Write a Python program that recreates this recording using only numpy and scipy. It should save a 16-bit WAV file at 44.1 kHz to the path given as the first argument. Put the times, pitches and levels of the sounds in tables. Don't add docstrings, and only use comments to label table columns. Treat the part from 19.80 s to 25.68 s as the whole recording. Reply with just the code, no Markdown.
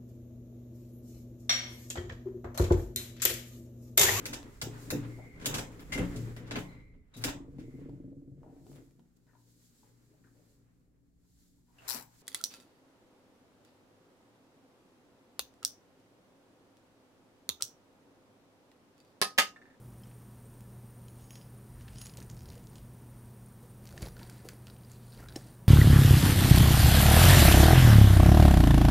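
import sys
import numpy as np
from scipy import signal
from scipy.fft import rfft, irfft
from scipy.io import wavfile
from scipy.ndimage import uniform_filter1d

SR = 44100
rng = np.random.default_rng(int(sys.argv[2]) if len(sys.argv) > 2 else 0)


def field_ratio(decibels):
    return 10 ** (np.asarray(decibels, dtype=float) / 20)


def wav_out(sig):
    wavfile.write(sys.argv[1], SR, np.round(np.clip(np.atleast_2d(sig).T, -1, 1) * 32767).astype(np.int16))


N = 259308
TURN_S, SET_DOWN_S = 3.5, 5.55

# frequency in Hz, level in dB per Hz.
AIR = [(20, -17), (60, -8.5), (100, -0.5), (230, -3), (275, -10.5), (365, -9), (600, -17), (1000, -19.5),
       (2200, -30.5), (4000, -35), (7800, -34.5), (8500, -32), (9700, -31), (10500, -32), (15800, -30)]
# frequency in Hz, width in Hz, level in dB.
TWEEZERS_MODES = [(3000, 870, 0.5), (4350, 90, -0.5), (5060, 84, 2), (5720, 230, 1.5), (6800, 290, 3.5),
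                  (8100, 340, 2.5)]
# frequency in Hz, width in Hz, level in dB.
PIN_MODES = [(1480, 220, 11), (2640, 210, 1), (4290, 1400, 1.1), (4730, 170, 1.1), (7200, 1800, 0.68),
             (11400, 210, 2.6)]
# swell in dB/s, die-away in dB/s, level at rest in dB.
MOVES = [(122, 86, -61.5), (227, 214, -78.5), (194, 167, -82), (200, 211, -90), (600, 350, -110),
         (500, 350, -110)]


def evened(x):
    return x / np.sqrt(np.mean(x ** 2) + 1e-20)


def read(points, hz):
    f, value = np.transpose(points)
    return np.interp(np.log(hz + 1), np.log(f + 1), value)


def add(mix, s, sound):
    part = mix[round(s * SR):][:len(sound)]
    part += sound[:len(part)]


def slow(rate_hz):
    t = np.arange(N // 64 + 2)
    pole = np.exp(-2 * np.pi * rate_hz * 64 / SR)
    x = signal.lfilter([1], [1, -pole], rng.standard_normal(len(t)))
    return np.interp(np.arange(N) / 64, t, evened(uniform_filter1d(x, size=3)))


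def coloured(points, x):
    gain = field_ratio(read(points, np.fft.rfftfreq(N, 1 / SR)))
    return evened(irfft(rfft(x) * gain, N))


def humps(modes, hz):
    return 1 + sum(field_ratio(db) ** 2 / (1 + (2 * (hz - f) / width) ** 2) for f, width, db in modes)


def room_tone():
    hum_hz = [39, 120.1, 199, 236, 549, 952.8, 1735, 5690, 12661]
    # level in dB rms, wander in Hz.
    hum_lines = [(-71.5, 2.8), (-53, 0.24), (-63.5, 2.61), (-67.5, 2.99), (-80.5, 2.27), (-79.5, 0.57),
                 (-87, 3), (-90, 1.5), (-93, 0.41)]
    out = field_ratio(-55) * coloured(AIR, rng.standard_normal(N))
    for hz, (db, wander_hz) in zip(hum_hz, hum_lines):
        turns = np.cumsum(hz + wander_hz * slow(2.0)) / SR + rng.random()
        out += np.sqrt(2) * field_ratio(db + 0.5 * slow(0.93)) * np.sin(2 * np.pi * turns)
    return out


def whine():
    whine_hz = [8620, 9050, 9510]
    # pitch scatter in Hz, level in dB rms, tone length in s, loss between frames in dB.
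    whine_tones = [(61, -78.5, 0.037, 1), (75, -76, 0.024, 17), (109, -76.5, 0.0077, 1)]
    frame_s, first_s = 0.04, 0.024
    starts = np.arange(first_s, N / SR, frame_s / 2)
    out = np.zeros(N)
    for hz, (scatter_hz, db, length, loss_db) in zip(whine_hz, whine_tones):
        layer = np.zeros(N + SR)
        t = np.arange(-2 * length, 2 * length, 1 / SR)
        chances = rng.standard_normal((len(starts), 4))
        for k, (s, (pitch, size, slide, brevity)) in enumerate(zip(starts, chances)):
            turns = (hz + scatter_hz * pitch) * t
            turns += scatter_hz * slide * t ** 2 / length / 2
            swell = np.exp(-(1.9 * field_ratio(4.1 * brevity) * t / length) ** 2)
            blip = swell * np.sin(2 * np.pi * turns + 3 * slide)
            blip_db = 2.8 * np.clip(size, -3, 1) - loss_db * (k % 2)
            add(layer, 0.5 + s + 0.003 * slide - 2 * length, field_ratio(blip_db) * blip)
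        ragged = (1 + 0.9 * slow(300)) / 1.25
        out += field_ratio(db) * ragged * evened(layer[SR // 2:][:N])
    return field_ratio(0.99 * slow(4.8)) * out


def movement(strokes, swell, fade, rest_db):
    t = np.arange(0, N + 64, 64) / SR
    power = field_ratio(rest_db) ** 2
    for s, hold, db in strokes:
        early = np.maximum(s - hold / 2 - t, 0)
        late = np.maximum(t - s - hold / 2, 0)
        power = power + field_ratio(db - swell * early - fade * late) ** 2
    return np.interp(np.arange(N) / SR, t, np.sqrt(power))


def slips(grain_db):
    return field_ratio(grain_db * slow(120)) * rng.standard_normal(N)


def hand_leans():
    # frequency in Hz, level in dB per Hz.
    bump = [(20, -23), (38, -2.5), (60, 1), (100, -5.5), (160, -6.5), (300, -50.5)]
    # middle in seconds, hold in seconds, level in dB.
    leans = [
        (2.03, .04, -52),
        (2.11, 0.025, -49.5),
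        (2.306, 0.13, -57),
        (2.61, 0.21, -48.5),
        (3.014, 0.033, -53.5),
        (3.51, 0.066, -59),
        (4.174, .1, -54.5),
        (4.263, 0.05, -46.5),
        (5.456, 0.059, -53.5),
    ]
    return movement(leans, *MOVES[0]) * coloured(bump, rng.standard_normal(N))


def mat_and_wood():
    # frequency in Hz, level in dB per Hz.
    mat = [(150, -1.5), (300, 9.5), (500, 4.5), (900, -3), (1500, -19.5)]
    # frequency in Hz, level in dB per Hz.
    wood = [(700, -6.5), (1100, -8.5), (1400, -4.5), (1800, -2), (2400, -10), (4000, -22.5)]
    # middle in seconds, hold in seconds, level in dB.
    drags = [(1.67, .08, -72), (2.14, 0.045, -66.5), (2.27, .03, -66), (2.4, 0.02, -58), (2.76, 0.081, -59),
             (2.96, 0.054, -66), (3.85, .02, -62), (4.07, 0.024, -64), (4.16, 0.022, -57.5),
             (4.236, 0.015, -47.5), (4.46, 0.17, -58.5), (4.68, 0.039, -54.5), (4.89, .02, -63),
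             (5.425, 0.029, -54), (5.57, 0.026, -53), (5.68, 0.018, -59.5)]
    # middle in seconds, hold in seconds, level in dB.
    rubs = [(.27, .03, -73), (1.6, .08, -77), (2.09, 0.24, -70), (2.27, .04, -68), (2.4, .04, -68),
            (2.53, .08, -73), (2.74, .05, -68.5), (2.98, 0.034, -74), (4.07, 0.031, -70),
            (4.245, 0.033, -67), (4.42, 0.03, -67), (4.5, 0.2, -65.5), (4.71, 0.034, -68), (5.13, .03, -73),
            (5.43, 0.066, -63.5), (5.572, 0.031, -63.5), (5.7, 0.055, -71)]
    on_mat = movement(drags, *MOVES[1]) * coloured(mat, slips(5.2))
    return on_mat + movement(rubs, *MOVES[2]) * coloured(wood, slips(1.7))


def metal_scrapes():
    # frequency in Hz, level in dB per Hz.
    steel = [(1800, -20.5), (2800, -1), (4500, -0.5), (7000, -5.5), (10000, 2), (16000, -25)]
    # middle in seconds, hold in seconds, level in dB.
    scrapes = [(.27, .03, -74), (1.42, 0.045, -69), (1.59, 0.077, -74), (2.01, .03, -71),
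               (2.12, 0.056, -72), (2.2, 0.047, -61.5), (2.28, .04, -70), (2.52, 0.036, -79),
               (2.98, 0.028, -70), (4.1, 0.06, -73), (4.22, 0.047, -69), (4.27, .03, -76),
               (4.5, 0.21, -68.5), (4.7, 0.033, -70), (4.89, .03, -71), (5.13, 0.033, -66.5),
               (5.27, 0.087, -70.5), (5.36, 0.051, -67.5), (5.59, 0.067, -69), (5.68, 0.021, -65.5)]
    catches = 4.5 * rng.standard_normal(N) * (rng.random(N) < 250 / SR)
    f = np.fft.rfftfreq(N, 1 / SR)
    spectrum = rfft(slips(2.8) + catches)
    tips = coloured(steel, irfft(spectrum * humps(TWEEZERS_MODES, f), N))
    pins = coloured(steel, irfft(spectrum * humps(PIN_MODES, f), N))
    return movement(scrapes, *MOVES[3]) * np.where(np.arange(N) < TURN_S * SR, tips, pins)


def grit_and_song():
    # frequency in Hz, level in dB per Hz.
    grit = [(300, 7), (800, -6.5), (2000, -2), (3500, -11), (5000, -7), (7500, -13), (12000, -17),
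            (16000, -27)]
    # middle in seconds, hold in seconds, level in dB.
    grinds = [
        (4.185, .016, -61),
        (4.245, 0.041, -55),
        (5.4, .021, -62),
        (5.577, 0.035, -65.5),
    ]
    # frequency in Hz, width in Hz, level in dB.
    part_modes = [(4980, 25, 36), (5400, 260, 25), (5700, 160, 24), (3100, 400, 21)]
    # middle in seconds, hold in seconds, level in dB.
    shimmers = [
        (1.42, .06, -80),
        (1.495, .01, -73),
        (1.53, .045, -68.5),
        (1.565, 0.017, -66),
        (1.6, .03, -75),
        (1.63, .03, -73),
        (2.198, .05, -66),
    ]
    fine = slips(1.7)
    resonance = np.sqrt(humps(part_modes, np.fft.rfftfreq(N, 1 / SR)) - 1)
    song = evened(irfft(rfft(fine) * resonance, N))
    return movement(grinds, *MOVES[4]) * coloured(grit, fine) + movement(shimmers, *MOVES[5]) * song


def struck(out_len, hz, db, t60, rise):
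    t = np.arange(out_len) / SR
    envelope = field_ratio(db - 60 * t / max(t60, 0.005)) * np.minimum(t / rise, 1)
    return np.sqrt(2) * envelope * np.sin(2 * np.pi * hz * t)


def short_modes(rows):
    out = np.zeros(N)
    for s, db, hz, t60 in rows:
        add(out, s, struck(round(max(t60, 0.005) * SR), hz, db, t60, 0.3 / hz))
    return out


def wood_knocks_and_creaks():
    # start in seconds, level in dB, pitch in Hz, t60 in seconds.
    knocks = [(2.765, -55.5, 483, 0.14), (3.83, -54, 490, .1), (4.224, -32, 117, 0.056),
              (4.231, -44, 330, .06), (4.236, -49, 553, .05), (4.258, -46, 457, 0.031),
              (4.414, -51, 934, 0.051), (4.652, -50.5, 488, .16), (5.558, -47, 770, .05),
              (5.559, -51, 530, .019), (5.5616, -30.5, 314, 0.033), (6.1, -41.5, 155, .14),
              (6.1, -52, 440, .08)]
    # start in seconds, level in dB, pitch in Hz.
    creaks = [(4.368, -51.5, 1480), (4.379, -60, 1500), (4.398, -60, 1700), (4.414, -54, 1480),
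              (4.4225, -55, 1720), (4.427, -56, 1340), (4.44, -62, 2300), (4.462, -60, 1700),
              (4.495, -50, 1550), (4.517, -57, 1450), (5.391, -59, 1840), (5.398, -56, 1600),
              (5.405, -57, 1800), (5.428, -50, 1390), (5.441, -51, 1390), (5.46, -53, 1390),
              (5.472, -61, 1450), (5.487, -53, 1600), (5.505, -57, 1540), (2.081, -54, 1750),
              (2.42, -56, 1870)]
    creak_t60 = 0.022
    return short_modes([*knocks, *[(*row, creak_t60) for row in creaks]])


def bright_notes():
    # start in seconds, level in dB,
    # pitch in Hz, t60 in seconds.
    pinglets = [(.2355, -56, 3150, .022), (.2355, -60, 5150, .035), (1.2835, -60, 3200, .012),
                (1.508, -54, 3250, .012), (1.556, -57, 3200, .012), (1.558, -58, 5600, .04),
                (2.216, -50, 3150, .014), (2.957, -58, 3300, .012), (4.1768, -49, 2800, .012),
                (4.1777, -42, 1780, .017), (4.232, -55, 2200, .025), (4.247, -54, 2100, .02),
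                (5.048, -57, 4850, .02), (5.558, -48, 1760, .035), (5.5585, -47, 3000, .02),
                (5.561, -47, 4050, .025), (5.561, -47, 6400, .02), (5.5626, -48, 8950, .02),
                (5.5604, -43, 5380, .028),
        (5.562, -43, 5500, .04),
    ]
    return short_modes(pinglets)


def plate_rings():
    plate_hz = [9917, 6615, 13560]
    plate_t60 = [0.46, 0.23, 0.1]
    # start in seconds, upper plate mode in dB, lower plate mode in dB.
    rings = [(.9, -75, -95), (1.282, -67, -73), (1.39, -86, -76), (1.411, -90, -73), (1.44, -73, -69),
             (1.505, -61.5, -62), (1.563, -75, -64), (1.612, -74, -91), (2.183, -56.5, -62),
             (2.215, -50.5, -56), (2.256, -73, -72), (4.22, -58.5, -68)]
    # start in seconds, level in dB.
    pings = [
        (1.405, -65),
        (1.506, -60),
        (1.555, -69),
        (2.215, -70),
        (2.372, -59),
        (2.402, -64),
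        (4.222, -74),
    ]
    rise_s = 0.0017
    out = np.zeros(N)
    for s, upper_db, lower_db in rings:
        for hz, t60, db in zip(plate_hz, plate_t60, (upper_db, lower_db)):
            add(out, s, struck(SR // 2, hz, db, t60, rise_s))
    for s, db in pings:
        add(out, s, struck(SR // 2, plate_hz[-1], db, plate_t60[-1], rise_s))
    return out * field_ratio(1.2 * slow(60))


def tick(s, db, hz, spread, tail_db, edge_db, noise):
    t = np.arange(1024) / SR
    f = np.abs(np.fft.fftfreq(1024, 1 / SR)) + 50
    octaves = np.log2(f / hz)
    hump = np.exp(-0.9 * (octaves / np.clip(spread, 0.15, 3)) ** 2) / (1 + (f / 11000) ** 6)
    hump += 0.12 / (1 + (f / hz) ** 6) * (f > 900)
    hump *= humps(PIN_MODES if TURN_S < s < SET_DOWN_S else TWEEZERS_MODES, f)
    edge = np.exp(-(np.log2(f / 12500) / 0.37) ** 2)
    power = hump / hump.sum() + field_ratio(edge_db) ** 2 * edge / edge.sum()
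    gain = np.log(power + 1e-7) / 2
    ring = np.fft.ifft(np.exp(gain - 1j * signal.hilbert(gain).imag)).real[:400]
    hit = noise * field_ratio(-60 * t / 0.02) * np.minimum(t / 0.00046, 1)
    hit *= field_ratio(tail_db + 1.0) / np.linalg.norm(hit)
    hit[:40] += 0.45 * noise[-40:] * field_ratio(-60 * t[:40] / 0.0015)
    hit[0] = 1.0
    hit[round(0.00044 * SR)] += 0.24
    return field_ratio(db + 26.0) * signal.fftconvolve(hit, ring)


def ticks():
    # start in seconds, blow in dB, centre in Hz, spread in octaves.
    taps = [(0.3135, -39.5, 2900, .5), (0.807, -48, 3100, 0.24), (0.8074, -36, 12000, 0.44),
            (1.507, -29, 3500, .9), (1.532, -44, 4000, 1.2), (1.614, -39, 3490, .76), (2.02, -42, 5000, .7),
            (2.085, -32, 2420, 0.6), (2.133, -38, 4160, .56), (2.158, -32, 4120, 0.98),
            (2.1848, -29, 4400, 0.95), (2.239, -38, 4530, .86), (2.2532, -36, 4300, .4),
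            (2.258, -23, 6900, 0.45), (2.26, -40, 3000, 0.63), (2.2679, -22.5, 6000, 0.63),
            (2.274, -36, 4400, 0.91), (2.2956, -30.5, 4730, 0.28), (2.338, -33, 4450, .77),
            (2.352, -44, 1820, .9), (2.372, -25, 5840, 0.9), (2.38, -36, 4020, .65),
            (2.3873, -35, 3700, 0.47), (2.403, -30.5, 5670, 0.44), (2.4265, -28, 6200, 0.69),
            (2.4968, -38, 4320, .4), (2.5, -28.5, 7300, 0.53), (2.871, -37.5, 3650, 0.97),
            (2.983, -39, 4640, .45)]
    # start in seconds, blow in dB, centre in Hz.
    swings = [(2.512, -39, 6630), (2.5155, -38, 4740), (2.5457, -35.5, 5560), (2.5684, -36, 6370),
              (2.5753, -42, 5260), (2.592, -35, 6070), (2.607, -35.5, 5000), (2.619, -36, 6010),
              (2.632, -37, 4830), (2.657, -33, 4500), (2.6858, -39, 4290), (2.689, -35.5, 5530),
              (2.7026, -34, 4320), (2.7164, -40.5, 3200), (2.723, -35, 5850), (2.7327, -39, 4250),
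              (2.7432, -38, 3850), (2.755, -37.5, 6630), (2.779, -37, 4320), (2.922, -49, 4600)]
    # start in seconds, blow in dB, centre in Hz, spread in octaves.
    pin_ticks = [(4.055, -32, 3300, 0.95), (4.091, -34, 4320, 0.87), (4.108, -33, 3490, 0.98),
                 (4.114, -37.5, 2270, 1), (4.126, -34.5, 2590, 1.8), (4.2086, -34, 3280, 0.8),
                 (4.219, -31, 4000, 1.2), (4.2546, -33, 4500, 0.67), (4.2851, -33, 3900, 0.18),
                 (4.2853, -31, 5800, 0.34), (4.431, -28, 4570, 0.36), (4.432, -40, 6800, 0.27),
                 (4.4747, -40, 4590, .82), (4.396, -34, 2300, 0.55), (4.4995, -38, 5000, 0.32),
                 (4.4982, -27, 11000, .6), (4.5256, -41.5, 6230, .59), (4.9653, -40.5, 4000, .53),
                 (5.011, -45, 4200, 0.27), (5.035, -46, 3600, .4), (5.099, -42, 6030, 0.78),
                 (5.117, -31, 7000, 0.4), (5.3225, -37, 4300, 0.3), (5.329, -38, 4200, .3),
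                 (5.3355, -37.5, 4140, .3), (5.376, -36, 4000, .3), (5.348, -37, 3880, 0.26),
                 (5.4963, -37, 4300, .3), (5.5047, -42, 3800, 0.3), (5.5244, -32, 4400, .3)]
    # start in seconds, blow in dB, centre in Hz, spread in octaves.
    rattles = [(0.235, -47, 4300, 1), (1.2828, -38, 4040, 1.1), (1.5553, -33, 4200, 0.99),
               (2.01, -37, 2050, 0.99), (2.0805, -37.5, 2880, 0.81), (2.213, -35, 9000, 0.98),
               (2.215, -26.5, 5260, 1.2), (2.216, -38.5, 3050, .4), (2.4178, -37, 1910, 0.49),
               (2.8405, -45, 4350, 0.79), (2.956, -35.5, 4100, 1), (4.0675, -40, 3540, 0.75),
               (4.0733, -34, 5670, 0.49), (4.178, -32, 4500, 0.77), (4.2222, -26, 7340, 0.27),
               (4.2263, -32, 5000, 0.28), (4.228, -28.5, 2890, 0.64), (4.2618, -30.5, 4500, 0.33),
               (4.367, -37, 3000, 1), (4.3923, -40, 5170, .74), (4.87, -33.5, 3330, 0.76),
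               (4.8814, -37, 2380, 1), (4.8995, -35, 4240, 0.25), (5.3628, -50, 4040, .55),
               (5.486, -31.5, 4300, .5), (5.558, -27.5, 3000, 1.15), (5.5616, -24, 5060, 0.9)]
    # start in seconds, blow in dB, centre in Hz, spread in octaves.
    cracks = [
        (4.688, -19.5, 3300, 1.3),
        (4.6893, -28.5, 6140, .3),
        (4.691, -25.5, 2220, 0.45),
    ]
    # rattle tail in dB, sharp edge above 10 kHz in dB.
    contact = [(-4.5, -14), (-4, -10), (-5.5, -8), (2, -10.5), (-3, -8)]
    scatter_db, swing_spread = 1.5, 0.43
    swings = [(*row, swing_spread) for row in swings]
    out = np.zeros(N)
    for rows, (tail_db, edge_db) in zip((taps, swings, pin_ticks, rattles, cracks), contact):
        for row in rows:
            noise = rng.standard_normal(1024)
            tail_chance, edge_chance = scatter_db * rng.standard_normal(2)
            add(out, row[0], tick(*row, tail_db + tail_chance, edge_db + edge_chance, noise))
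    return out


def scene():
    hits = ticks()
    t = np.arange(SR // 4) / SR
    echo = rng.standard_normal(SR // 4) * field_ratio(-60 * t / 0.27)
    hits = hits + field_ratio(-8.5) * signal.fftconvolve(hits, echo / np.linalg.norm(echo))[:N]
    struck_things = hits + plate_rings() + bright_notes() + wood_knocks_and_creaks()
    rubbing = hand_leans() + mat_and_wood() + metal_scrapes() + grit_and_song()
    mid = struck_things + rubbing + room_tone() + whine()
    side = field_ratio(-30) * np.roll(hits, 2) + field_ratio(-87) * coloured(AIR, rng.standard_normal(N))
    return np.array([mid + side, mid - side])


def roll_off(x):
    return signal.sosfilt(signal.butter(12, 16460, fs=SR, output="sos"), x)


def record(dry):
    band_limit = signal.firwin(511, 15780, window=("kaiser", 9), fs=SR)
    mix = signal.oaconvolve(dry, band_limit[None], "same")
    return roll_off(mix)


dry = scene()
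out = record(dry)
wav_out(out)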